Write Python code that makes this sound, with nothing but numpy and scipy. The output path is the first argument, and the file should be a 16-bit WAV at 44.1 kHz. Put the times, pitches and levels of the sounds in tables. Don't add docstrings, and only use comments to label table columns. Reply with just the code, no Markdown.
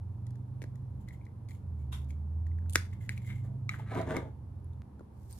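import sys
import numpy as np
from scipy import signal
from scipy.fft import rfft, irfft, next_fast_len
from scipy.io import wavfile
from scipy.ndimage import uniform_filter1d

SR = 44100
rng = np.random.default_rng(int(sys.argv[2]) if len(sys.argv) > 2 else 0)


def generate_wav(signal):
    frames = np.transpose(np.atleast_2d(signal))
    scaled = np.clip(frames, -1, 1) * 32767
    pcm = np.round(scaled).astype(np.int16)
    wavfile.write(sys.argv[1], SR, pcm)


N = 237977
TIME = np.arange(N) / SR
BLOW_TIME = TIME[:4096]


# start in seconds, ring in Hz,
# ring level in dB, hollow in Hz, hollow level in dB, snap level in dB, thump level in dB, ring T60 in seconds.
KNOCKS = [(0.6188, 2100, -30, 1720, -38, -44, -35, 0.0022),
          (0.64, 1890, -37.5, 1540, -43.5, -47.5, -33.5, 0.0055),
          (2.7566, 2140, -8, 1465, -10, -12, -20.5, 0.0054),
          (3.0926, 2130, -20, 1610, -28, -32, -39.5, 0.0073),
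          (4.1662, 2145, -31, 1470, -31.5, -31.5, -29.5, 0.029)]
# start in seconds,
# thump level in dB, edge ring in Hz, edge level in dB, snap level in dB.
BUMPS = [(3.797, -49, 855, -37, -60), (3.947, -42, 1252, -40, -47.5), (3.961, -24, 1240, -35, -63),
         (3.9751, -25, 970, -36, -49), (3.992, -26.5, 970, -45, -57), (4.003, -39, 660, -36, -59),
         (4.014, -48, 1340, -41, -44), (4.074, -31, 885, -46, -57), (4.106, -34, 1530, -40, -48),
         (4.118, -36, 634, -28.5, -48), (4.1697, -21.5, 1110, -36, -56), (4.185, -27, 1110, -53, -58),
         (4.228, -30, 340.8, -40, -63), (4.246, -44, 483, -44, -69), (4.281, -51, 594, -43.5, -73),
         (4.9939, -42.5, 1413, -54, -63), (5.008, -34.5, 1084, -53.5, -70)]


def knocks(hollow_t60_s=0.0075, left_db=2.5, hollow_left_db=7, edge_t60_s=0.035, edge_swell_s=0.00021):
    out = silence()
    for start, hz, ring_db, hollow_hz, hollow_db, snap_db, thump_db, t60 in KNOCKS:
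        shell = from_db(ring_db) * pan(left_db) * ring(hz, t60, 1.22)
        hollow = from_db(hollow_db) * pan(hollow_left_db) * ring(hollow_hz, hollow_t60_s, 1.0)
        crack = snap(crack_db=-2, crack_t60_s=.0095, modes_db=-8, press_s=.0002, side_db=4.5)
        add(out, start, shell - hollow + from_db(snap_db) * crack + from_db(thump_db) * thump())
    for start, thump_db, edge_hz, edge_db, snap_db in BUMPS:
        edge = from_db(edge_db) * ring(edge_hz, edge_t60_s, 1.0, edge_swell_s)
        add(out, start, from_db(thump_db) * thump() + edge + from_db(snap_db) * snap())
    return out


# start in seconds, level in dB.
LANDING = (3.6922, -21)
# frequency in Hz, level in dB, T60 in seconds.
RIM = [(1251, -6.5, 0.019), (2121, 4, 0.011), (2326, -0.5, 0.013), (2720, -15, 0.016), (3910, -8.5, 0.012),
       (5520, -17, 0.013), (6510, -17, 0.016), (7900, -19, .012)]


def landing(swell_s=0.00091, left_db=2.0, lead=1.88, snap_db=-19):
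    out = silence()
    start, level_db = LANDING
    modes = sum((-1) ** k * from_db(db) * ring(hz, t60, lead, swell_s) for k, (hz, db, t60) in enumerate(RIM))
    add(out, start, from_db(level_db) * (pan(left_db) * modes + from_db(snap_db) * snap()))
    return out


# start in seconds, ring in Hz, ring level in dB, snap level in dB.
CLICKS = [(.2667, 1970, -54.5, -53), (.3062, 1800, -56, -57.5), (0.3555, 1710, -48, -61),
          (0.6253, 2220, -43, -48.5), (0.7558, 1910, -52.5, -57.5), (1.086, 2030, -42.5, -50),
          (1.253, 2210, -66, -61), (1.2660, 2060, -50, -68), (1.487, 2221, -47.5, -52),
          (1.495, 2110, -48, -60), (1.5076, 2030, -47, -53), (1.515, 2210, -43, -58),
          (1.551, 2220, -53, -70), (2.044, 1550, -61.5, -59), (2.1056, 2212, -41, -51.5),
          (2.4665, 1848, -41, -58), (2.5152, 2047, -52.5, -77.5), (2.586, 1760, -39, -65),
          (2.622, 1585, -46.5, -77), (2.66, 1467, -42, -69.5), (2.7515, 1500, -27.5, -36),
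          (2.755, 2202, -31, -24), (2.7682, 1765, -31, -40.5), (2.9135, 2000, -62, -64),
          (2.9339, 2150, -56, -57.5), (3.1768, 2360, -27.5, -48), (3.742, 1500, -22, -65),
          (4.6437, 10480, -48.5, -70), (4.7324, 3593, -56, -68), (5.3266, 8770, -30.5, -52),
          (5.332, 4700, -42.5, -55)]
SHELL_HZ, SHELL_WIDTH_HZ, SHELL_T60_S, DAMPED_T60_S = 2060, 150, .018, .0065


def clicks(ring_left_db=5, snap_left_db=0.0, slip_s=0.0023, slip_db=-7, swell_s=0.0012):
    out = silence()
    for start, hz, ring_db, snap_db in CLICKS:
        nearness = np.exp(-((hz - SHELL_HZ) / SHELL_WIDTH_HZ) ** 2)
        t60 = DAMPED_T60_S + (SHELL_T60_S - DAMPED_T60_S) * nearness
        add(out, start, from_db(ring_db) * pan(ring_left_db) * ring(hz, t60, 1.0, swell_s))
        catches = slip_s * np.array([0, rng.uniform(0.86, 1), rng.uniform(1, 1.1)])
        for k, late in enumerate(catches):
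            add(out, start + late, from_db(snap_db + k * slip_db) * pan(snap_left_db) * snap())
    return out


# start in seconds, level in dB before a doubling of the amplitude.
CREAKS = [(2.6965, -41.5), (2.7065, -48.5), (2.7261, -46), (2.733, -41), (2.735, -39), (2.7468, -39.5)]
# frequency in Hz, density in dB per Hz.
CREAK_COLOUR = [(1500, -22.5), (3000, -9), (4000, -8.5), (5500, -16), (7200, -2.5), (8500, -5), (9800, 5),
                (11500, -8), (14000, -11)]


def creaks(t60_s=0.0097, press_s=0.00023, side_db=3):
    out = silence()
    for start, db in CREAKS:
        shape = (1 - np.exp(-BLOW_TIME / press_s)) * from_db(db - 60 * BLOW_TIME / t60_s)
        add(out, start, 2 * shape * widen(diffuse(CREAK_COLOUR, size=len(BLOW_TIME)), side_db))
    return out


# frequency in Hz, density in dB per Hz.
CRACK_COLOUR = [(700, -26), (1500, -2), (2800, -14), (4000, -1.5), (6500, -0.5), (8000, -3), (10000, -1.5),
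                (12000, -8), (14000, -7.5)]
# frequency in Hz, level in dB, T60 in seconds,
# the first two before a random spread at every strike.
SHELL = [(2770, -9, 0.0046), (3240, -12, .0045), (3357, -6.5, 0.011), (4060, -6.5, 0.008),
         (4480, -4, 0.0059), (5200, -8.5, 0.0018), (5800, -14.5, 0.0028), (6900, -7.5, 0.014),
         (10100, -2, .004), (10800, -8, 0.0041), (12800, -10, 0.0051)]
STRIKE_SPREAD_DB, SHELL_DETUNE = 2.5, .025


def snap(crack_db=-2, crack_t60_s=0.015, modes_db=-2.0, press_s=0.00045, side_db=1.5):
    noise = widen(diffuse(CRACK_COLOUR, size=len(BLOW_TIME)), side_db)
    crack = noise * from_db(-60 * BLOW_TIME / crack_t60_s)
    modes = 0
    for hz, db, t60 in SHELL:
        strike = from_db(db + rng.normal(0, STRIKE_SPREAD_DB)) * rng.choice([-1, 1])
        struck_hz = hz * (1 + SHELL_DETUNE * rng.normal())
        modes = modes + strike * ring(struck_hz, t60, rng.uniform(0.34, 3.5))
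    give = 1 - np.exp(-BLOW_TIME / press_s)
    return give * (from_db(crack_db) * crack + from_db(modes_db) * modes)


# frequency in Hz, level in dB, T60 in seconds.
BASE = [(166, 1.5, 0.021), (305, -7, 0.031), (473, 1, 0.012), (664, -3, 0.0085), (720, 2, 0.0057),
        (920, -9.5, 0.007)]


def thump():
    return sum((-1) ** k * from_db(db) * ring(hz, t60, 1.0) for k, (hz, db, t60) in enumerate(BASE))


# start in seconds, length in seconds, judder level in dB, grit level in dB.
SLIDES = [(3.455, 0.031, -55, -71), (3.51, 0.067, -64, -100), (3.72, 0.047, -64.5, -57),
          (3.797, 0.044, -57, -59.5), (3.88, .025, -66, -57), (3.911, 0.012, -58, -50.5),
          (3.925, .02, -41, -49), (3.953, 0.013, -36.5, -45), (3.978, 0.017, -36, -43.5),
          (4.003, 0.023, -35.5, -46.5), (4.04, .02, -45, -60), (4.074, 0.017, -44.5, -52),
          (4.094, .014, -36.5, -46.5), (4.113, 0.017, -38, -43.5), (4.145, 0.016, -35.5, -47),
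          (4.174, 0.0095, -37.5, -42), (4.2, 0.023, -43, -56), (4.25, 0.038, -46.5, -65.5)]
# frequency in Hz, width in Hz, level in dB.
JUDDER = [(167, 22, 5.5), (292, 51, -0.5), (372, 49, .5), (481, 57, -0.5), (534, 38, -0.5), (652, 72, 0.5),
          (750, 80, -4), (964, 22, -0.5)]
# frequency in Hz, width in Hz, level in dB.
GRIT = [(1250, 57, 5.5), (1090, 560, -1.5), (1570, 170, 1), (1795, 74, -0.5), (2090, 247, -2.5),
        (2820, 530, -16.5), (3690, 550, -15), (6840, 2100, -24.5), (9940, 790, -20), (13500, 1100, -25)]
# time in seconds, frequency ratio.
BASE_BEND = [(3.7, 1), (3.91, 1.08), (3.96, 1.014), (4.02, 1.024), (4.09, .94), (4.17, 1.005), (4.28, 0.89)]


def sliding(judder_top_hz=1250, patchy_db=2, grit_patchy_db=3.5):
    judder, grit = strokes(SLIDES, attack_s=0.017, release_s=0.012, ease_db=6.5)
    bend, = in_time(BASE_BEND)
    slips = from_db(patchy_db * wander(step_s=.006)) * grains(per_s=650, spread_db=0.7)
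    lowpass = signal.butter(4, judder_top_hz, fs=SR, output="sos")
    low = rms_one(signal.sosfilt(lowpass, resonate(slips, JUDDER)))
    fine_slips = from_db(grit_patchy_db * wander(step_s=.004)) * grains(per_s=700, spread_db=0.0)
    high = resonate(slips + fine_slips, GRIT)
    low_pair = left_first(bent(low, bend), lag_s=0.00015)
    high_pair = left_first(bent(high, bend), lag_s=.00004) * pan(1.8)
    return judder * low_pair + grit * high_pair


# start in seconds, length in seconds, shell ring level in dB,
# skin hiss level in dB, pitch of the ring in Hz before a small waver.
RUBS = [(1.01, 0.012, -87, -70.5, 2044), (1.083, 0.0046, -66, -68, 1997), (1.134, 0.0069, -71, -62, 2040),
        (1.497, 0.02, -71, -63, 2192), (1.534, 0.023, -82, -64.5, 2187), (1.79, 0.048, -81, -75, 2197),
        (2.096, 0.01, -68, -62, 2315), (2.932, 0.0095, -63, -67, 2130), (3.013, 0.05, -67.5, -64, 1995),
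        (3.105, 0.0043, -60, -59, 1950), (3.124, 0.011, -57.5, -60, 2128), (3.169, 0.0082, -60, -61, 2245),
        (3.221, 0.014, -68, -65, 2175), (3.253, 0.0045, -60, -66, 2137), (3.268, 0.012, -59.5, -56.5, 2080),
        (3.293, .024, -56, -60.5, 2180), (3.331, .004, -64.5, -65, 2180), (3.356, 0.0079, -67, -63, 2134),
        (3.382, 0.024, -70, -67, 2120), (3.445, .016, -84, -66.5, 2100), (3.713, 0.047, -54, -60, 1947),
        (3.793, .014, -56, -63, 2110)]
# frequency in Hz, width in Hz, level in dB.
RUB_MODES = [(2172, 143, 3), (2230, 220, -1.5), (1810, 700, -10.5), (3800, 510, -20.5)]
# frequency in Hz, density in dB per Hz.
SKIN_COLOUR = [(1500, -29), (3000, 2), (4500, -5.5), (5500, -8), (7400, 4), (8700, -8), (10000, 1),
               (13500, -5), (16000, 4.5)]


def fingers(crackle=0.4, patchy_db=3, pitch_waver=0.014):
    rubs = np.array(RUBS)
    ringing, hissing = strokes(rubs[:, :4], attack_s=0.0077, release_s=0.014, ease_db=2.5)
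    slips = from_db(patchy_db * wander(step_s=0.012)) * grains(per_s=260, spread_db=0.5)
    middles = rubs[:, 0] + rubs[:, 1] / 2
    pitch_hz = np.interp(TIME, middles, rubs[:, 4]) * (1 + pitch_waver * wander(step_s=.015))
    squeak = bent(resonate(slips, RUB_MODES), pitch_hz / RUB_MODES[0][0])
    shell = left_first(squeak, lag_s=.0001) * pan(2.5)
    grain = rms_one(signal.lfilter([1], [1, -.98], np.abs(slips)))
    hiss = diffuse(SKIN_COLOUR) * rms_one(1 + crackle * grain)
    return ringing * shell + hissing * hiss


# start in seconds, length in seconds,
# pitch halfway through in Hz, level in dB.
CHIRPS = [(1.1062, 0.0056, 2030, -46.5), (1.1225, 0.0076, 1952, -55), (1.139, 0.02, 2100, -63),
          (1.2125, 0.0053, 2260, -59.5), (1.2655, 0.0037, 2060, -58.5), (2.925, 0.014, 2023, -56),
          (3.105, .008, 1952, -50), (3.263, 0.011, 2070, -53), (3.27, .017, 2080, -53),
          (3.298, .008, 2150, -60), (3.3065, 0.0093, 2123, -45.5), (3.3165, 0.0069, 2180, -60),
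          (3.355, 0.017, 2120, -55.5), (3.376, .014, 2105, -56)]
# frequency ratio, level in dB.
CHIRP_PARTIALS = [(1.85, -29), (3.4, -27), (3.85, -22)]
CHIRP_FALL = .05


def chirps(left_db=4, lag_s=.00008, rough=0.36):
    out = silence()
    shake = 1 + rough * wander(step_s=.0012)
    for start, length, hz, db in CHIRPS:
        t = BLOW_TIME - np.array([[0], [lag_s]])
        progress = np.clip(t / max(length, .002), 0, 1)
        turn = 2 * np.pi * hz * t * (1 + CHIRP_FALL * (1 - progress) / 2)
        upper = sum(from_db(partial_db) * np.sin(ratio * turn) for ratio, partial_db in CHIRP_PARTIALS)
        spindle = np.sin(np.pi * progress ** 0.84) ** 2
        add(out, start, from_db(db) * spindle * (np.sin(turn) + upper))
    return pan(left_db) * out * shake


# time in seconds, level in dB.
RUSTLE_DB = [(5.1, -91), (5.19, -74.5), (5.29, -71), (5.306, -59.5), (5.37, -64.5), (5.39, -58), (5.4, -63)]
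# frequency in Hz, density in dB per Hz.
RUSTLE_COLOUR = [(1500, -12), (3200, -12.5), (4500, -6.5), (7000, -6), (8800, -5), (11000, -7),
                 (14000, -5.5), (16000, -5)]


def rustle(patchy_db=2.5, left_db=-4):
    level_db, = in_time(RUSTLE_DB)
    return from_db(level_db + patchy_db * wander(step_s=0.0025)) * pan(left_db) * diffuse(RUSTLE_COLOUR)


# start in seconds, level in dB.
TICK = (4.8195, -39)


def thin_tick(t60_s=.0014, press_s=.00004):
    out = silence()
    start, db = TICK
    pulse = (1 - np.exp(-BLOW_TIME / press_s)) * from_db(db - 60 * BLOW_TIME / t60_s)
    add(out, start, pulse * np.ones((2, 1)))
    return out


# start in seconds, level in dB as sent to the echo.
FAR_SNAP = (1.919, -30.5)
# frequency in Hz, density in dB per Hz.
FAR_COLOUR = [(400, -4), (1050, 7), (1500, 1.5), (2300, 1), (2900, 0), (3500, 2), (4200, -6.5),
              (5000, -7.5), (10000, -2.5), (14000, -10.5)]


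def far_snap(t60_s=0.017, swell_s=0.0013):
    out = silence()
    start, db = FAR_SNAP
    shape = (1 - np.exp(-BLOW_TIME / swell_s)) * from_db(db - 60 * BLOW_TIME / t60_s)
    add(out, start, shape * diffuse(FAR_COLOUR, size=len(BLOW_TIME)))
    return out


def floor_bounce(x, lag_s=0.0031, bounce_db=-13):
    return x + from_db(bounce_db) * np.array([np.interp(TIME - lag_s, TIME, side) for side in x])


# frequency in Hz, level in dB.
ROOM_COLOUR = [(150, -0.5), (600, -3.5), (1500, -2.5), (2900, -2), (3700, 1.2), (5000, -1), (9000, -4.5),
               (15000, -6)]


def room(x, t60_s=.255, build_s=0.0044, grain_db=2.5):
    t = TIME[:SR // 2]
    clumps = from_db(grain_db * wander(step_s=.0008)[:len(t)])
    envelope = from_db(-60 * t / t60_s) * (1 - np.exp(-(t / build_s) ** 2))
    echo = clumps * diffuse(ROOM_COLOUR, size=len(t)) * envelope
    unit_echo = echo / np.sqrt(np.sum(echo ** 2) / 2)
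    return signal.fftconvolve(x, unit_echo, axes=1)[:, :N]


# time in seconds, speed in cycles per second
ENGINE_SPEED = [(0, 22.17), (.5, 25.16), (.9, 25.8), (1.25, 22.95), (1.6, 23.05), (1.72, 20.6),
                (1.86, 17.8), (2.7, 21.33), (3.3, 24.5), (4.0, 27.8), (4.22, 25), (4.8, 20.1), (5.4, 15.8)]
# time in seconds, level in dB.
ENGINE_DB = [(0, -41.5), (.8, -43), (.96, -40.5), (1.1, -47), (1.7, -44.5), (1.9, -43), (2.7, -40),
             (2.95, -44), (3.3, -40), (4.0, -42), (4.8, -48.5), (4.85, -61.5), (5.1, -56.5), (5.33, -51)]
ENGINE_ORDERS = (3, 4, 5, 6, 7)
# level when pulling in dB, level when coasting in dB.
ORDER_DB = [(-21, -0.5), (8, 6), (1.5, -3), (-18.5, -2), (-2, -1)]
# frequency in Hz, level in dB.
WALLS = [(50, -3.5), (65, -5), (75, -1), (86, 3.5), (94, -9), (103, -8.5), (120, 3.5), (133, -0.5),
         (150, -13), (190, -24)]
# time in seconds, level in dB.
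RUMBLE_DB = [(0, -49), (.7, -47), (1.0, -46.5), (1.3, -50.5), (1.7, -48), (2.1, -49), (3.4, -44.5),
             (4.2, -50), (4.78, -50), (4.85, -52), (5.4, -56)]
# frequency in Hz, density in dB per Hz.
RUMBLE_COLOUR = [(20, -29), (35, -5.5), (50, -1.5), (80, 7), (130, 4.5), (170, -5), (200, 1), (230, -13),
                 (300, -11.5), (500, -56.5)]


def engine(waver_db=1.5, left_db=-2.1):
    speed = uniform_filter1d(in_time(ENGINE_SPEED)[0], size=SR // 10, mode="nearest")
    throttle = uniform_filter1d((np.gradient(speed) > 0) * 1.0, size=SR // 7, mode="nearest")
    turn = 2 * np.pi * np.cumsum(speed) / SR
    level_db, = in_time(ENGINE_DB)
    drone = 0
    for order, (pull_db, coast_db) in zip(ENGINE_ORDERS, ORDER_DB):
        balance_db = throttle * pull_db + (1 - throttle) * coast_db
        db = level_db + balance_db + at_hz(WALLS, order * speed) + waver_db * wander(step_s=0.091)
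        drone = drone + from_db(db) * np.sin(order * turn + rng.uniform(0, 2 * np.pi))
    rumble = from_db(in_time(RUMBLE_DB)[0]) * diffuse(RUMBLE_COLOUR)
    return pan(left_db) * (left_first(drone, lag_s=0.00016) + rumble)


# frequency in Hz, density in dB per Hz.
AIR_COLOUR = [(140, -23.5), (200, -4.5), (300, -15.5), (450, -19.5), (680, -24), (920, -21.5), (1300, -34),
              (2000, -42.5), (3000, -48), (5000, -52.5), (8000, -58), (10000, -49.5), (13800, -60),
              (16000, -73.5)]


def still_air(level_db=-58):
    return from_db(level_db) * diffuse(AIR_COLOUR)


# frequency in Hz, correlation.
LIKENESS = [(100, 0.94), (300, 0.88), (600, 0.013), (1200, 0.25), (2500, 0.0046), (12000, 0.02)]


def diffuse(spectrum, size=N):
    padded = next_fast_len(size)
    hz = np.arange(padded // 2 + 1) * SR / padded
    mid, side = rfft(rng.standard_normal((2, padded)))
    alike = np.clip(at_hz(LIKENESS, hz), -1, 1)
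    both = np.sqrt(1 + alike) * mid + np.sqrt(1 - alike) * side * [[1], [-1]]
    return rms_one(irfft(both * from_db(at_hz(spectrum, hz)), padded)[:, :size])


def ring(hz, t60, lead=0, swell_s=0):
    attack = (1 - np.exp(-3 * BLOW_TIME * hz)) * (1 - np.exp(-BLOW_TIME / (swell_s + 1e-9)))
    phase = lead * np.array([[.5], [-.5]])
    return attack * from_db(-60 * BLOW_TIME / t60) * np.sin(2 * np.pi * hz * BLOW_TIME + phase)


def strokes(rows, attack_s, release_s, ease_db):
    power = 0
    for start, length, *levels_db in rows:
        progress = np.clip((TIME - start) / max(length, .002), 0, 1)
        early = np.maximum(start - TIME, 0) / attack_s
        late = np.maximum(TIME - start - length, 0) / release_s
        shape = np.exp(-np.minimum(early ** 2 + late, 20)) * from_db(-ease_db * progress)
        power = power + np.outer(from_db(levels_db), shape) ** 2
    return np.sqrt(power)


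def grains(per_s, spread_db):
    sizes = from_db(spread_db * np.minimum(rng.exponential(1, N), 4)) * rng.choice([-1, 1], N)
    return sizes * (rng.random(N) < per_s / SR) + 1e-18


def resonate(x, modes):
    out = 0
    for k, (hz, width, db) in enumerate(modes):
        r = np.exp(-np.pi * width / SR)
        zeros = (1 - r * r) / 2 * np.array([1, 0, -1])
        poles = [1, -2 * r * np.cos(2 * np.pi * hz / SR), r * r]
        out = out + (-1) ** k * from_db(db) * signal.lfilter(zeros, poles, x)
    return rms_one(out)


def bent(x, ratio):
    return np.interp(np.cumsum(ratio) / SR % TIME[-1], TIME, x)


def wander(step_s):
    knots = np.arange(0, TIME[-1] + 1, step_s)
    return np.interp(TIME, knots, rng.standard_normal(N // 20)[:len(knots)])


def widen(x, side_db):
    mid, side = (x[0] + x[1]) / 2, (x[0] - x[1]) / 2
    return from_db(-side_db / 2) * mid + from_db(side_db / 2) * side * [[1], [-1]]


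def left_first(x, lag_s):
    return np.array([x, np.interp(TIME - lag_s, TIME, x)])


def pan(left_db):
    return from_db([[left_db / 2], [-left_db / 2]])


def silence():
    return np.zeros((2, N))


def add(out, start, sound):
    i = round(start * SR)
    out[:, i:i + sound.shape[1]] += sound[:, :N - i]


def in_time(rows):
    seconds, *columns = np.transpose(rows)
    return [np.interp(TIME, seconds, column) for column in columns]


def at_hz(points, hz):
    points = np.array(points)
    return np.interp(np.log(hz + 1), np.log(points[:, 0]), points[:, 1])


def from_db(db):
    return 10 ** (np.asarray(db) / 20)


def rms_one(x):
    return x / np.sqrt(np.mean(x ** 2) + 1e-20)


def scene():
    hard = knocks() + landing()
    light = clicks() + creaks()
    rub = fingers() + chirps()
    slide = sliding()
    far = far_snap()
    handled = from_db(-15.0) * hard + from_db(-12.5) * light + from_db(-8.0) * rub + from_db(-5.5) * slide
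    echoes = room(handled + far)
    near = floor_bounce(hard + light) + rub + slide + thin_tick() + rustle()
    far_direct = from_db(-18) * far
    return near + far_direct + echoes + engine() + still_air()


def record(dry, mic_top_hz=14450, cutoff_hz=15800):
    soft = signal.sosfilt(signal.butter(8, mic_top_hz, fs=SR, output="sos"), dry)
    return signal.sosfilt(signal.ellip(10, .1, 80, cutoff_hz, fs=SR, output="sos"), soft)


dry = scene()
out = record(dry)
generate_wav(out)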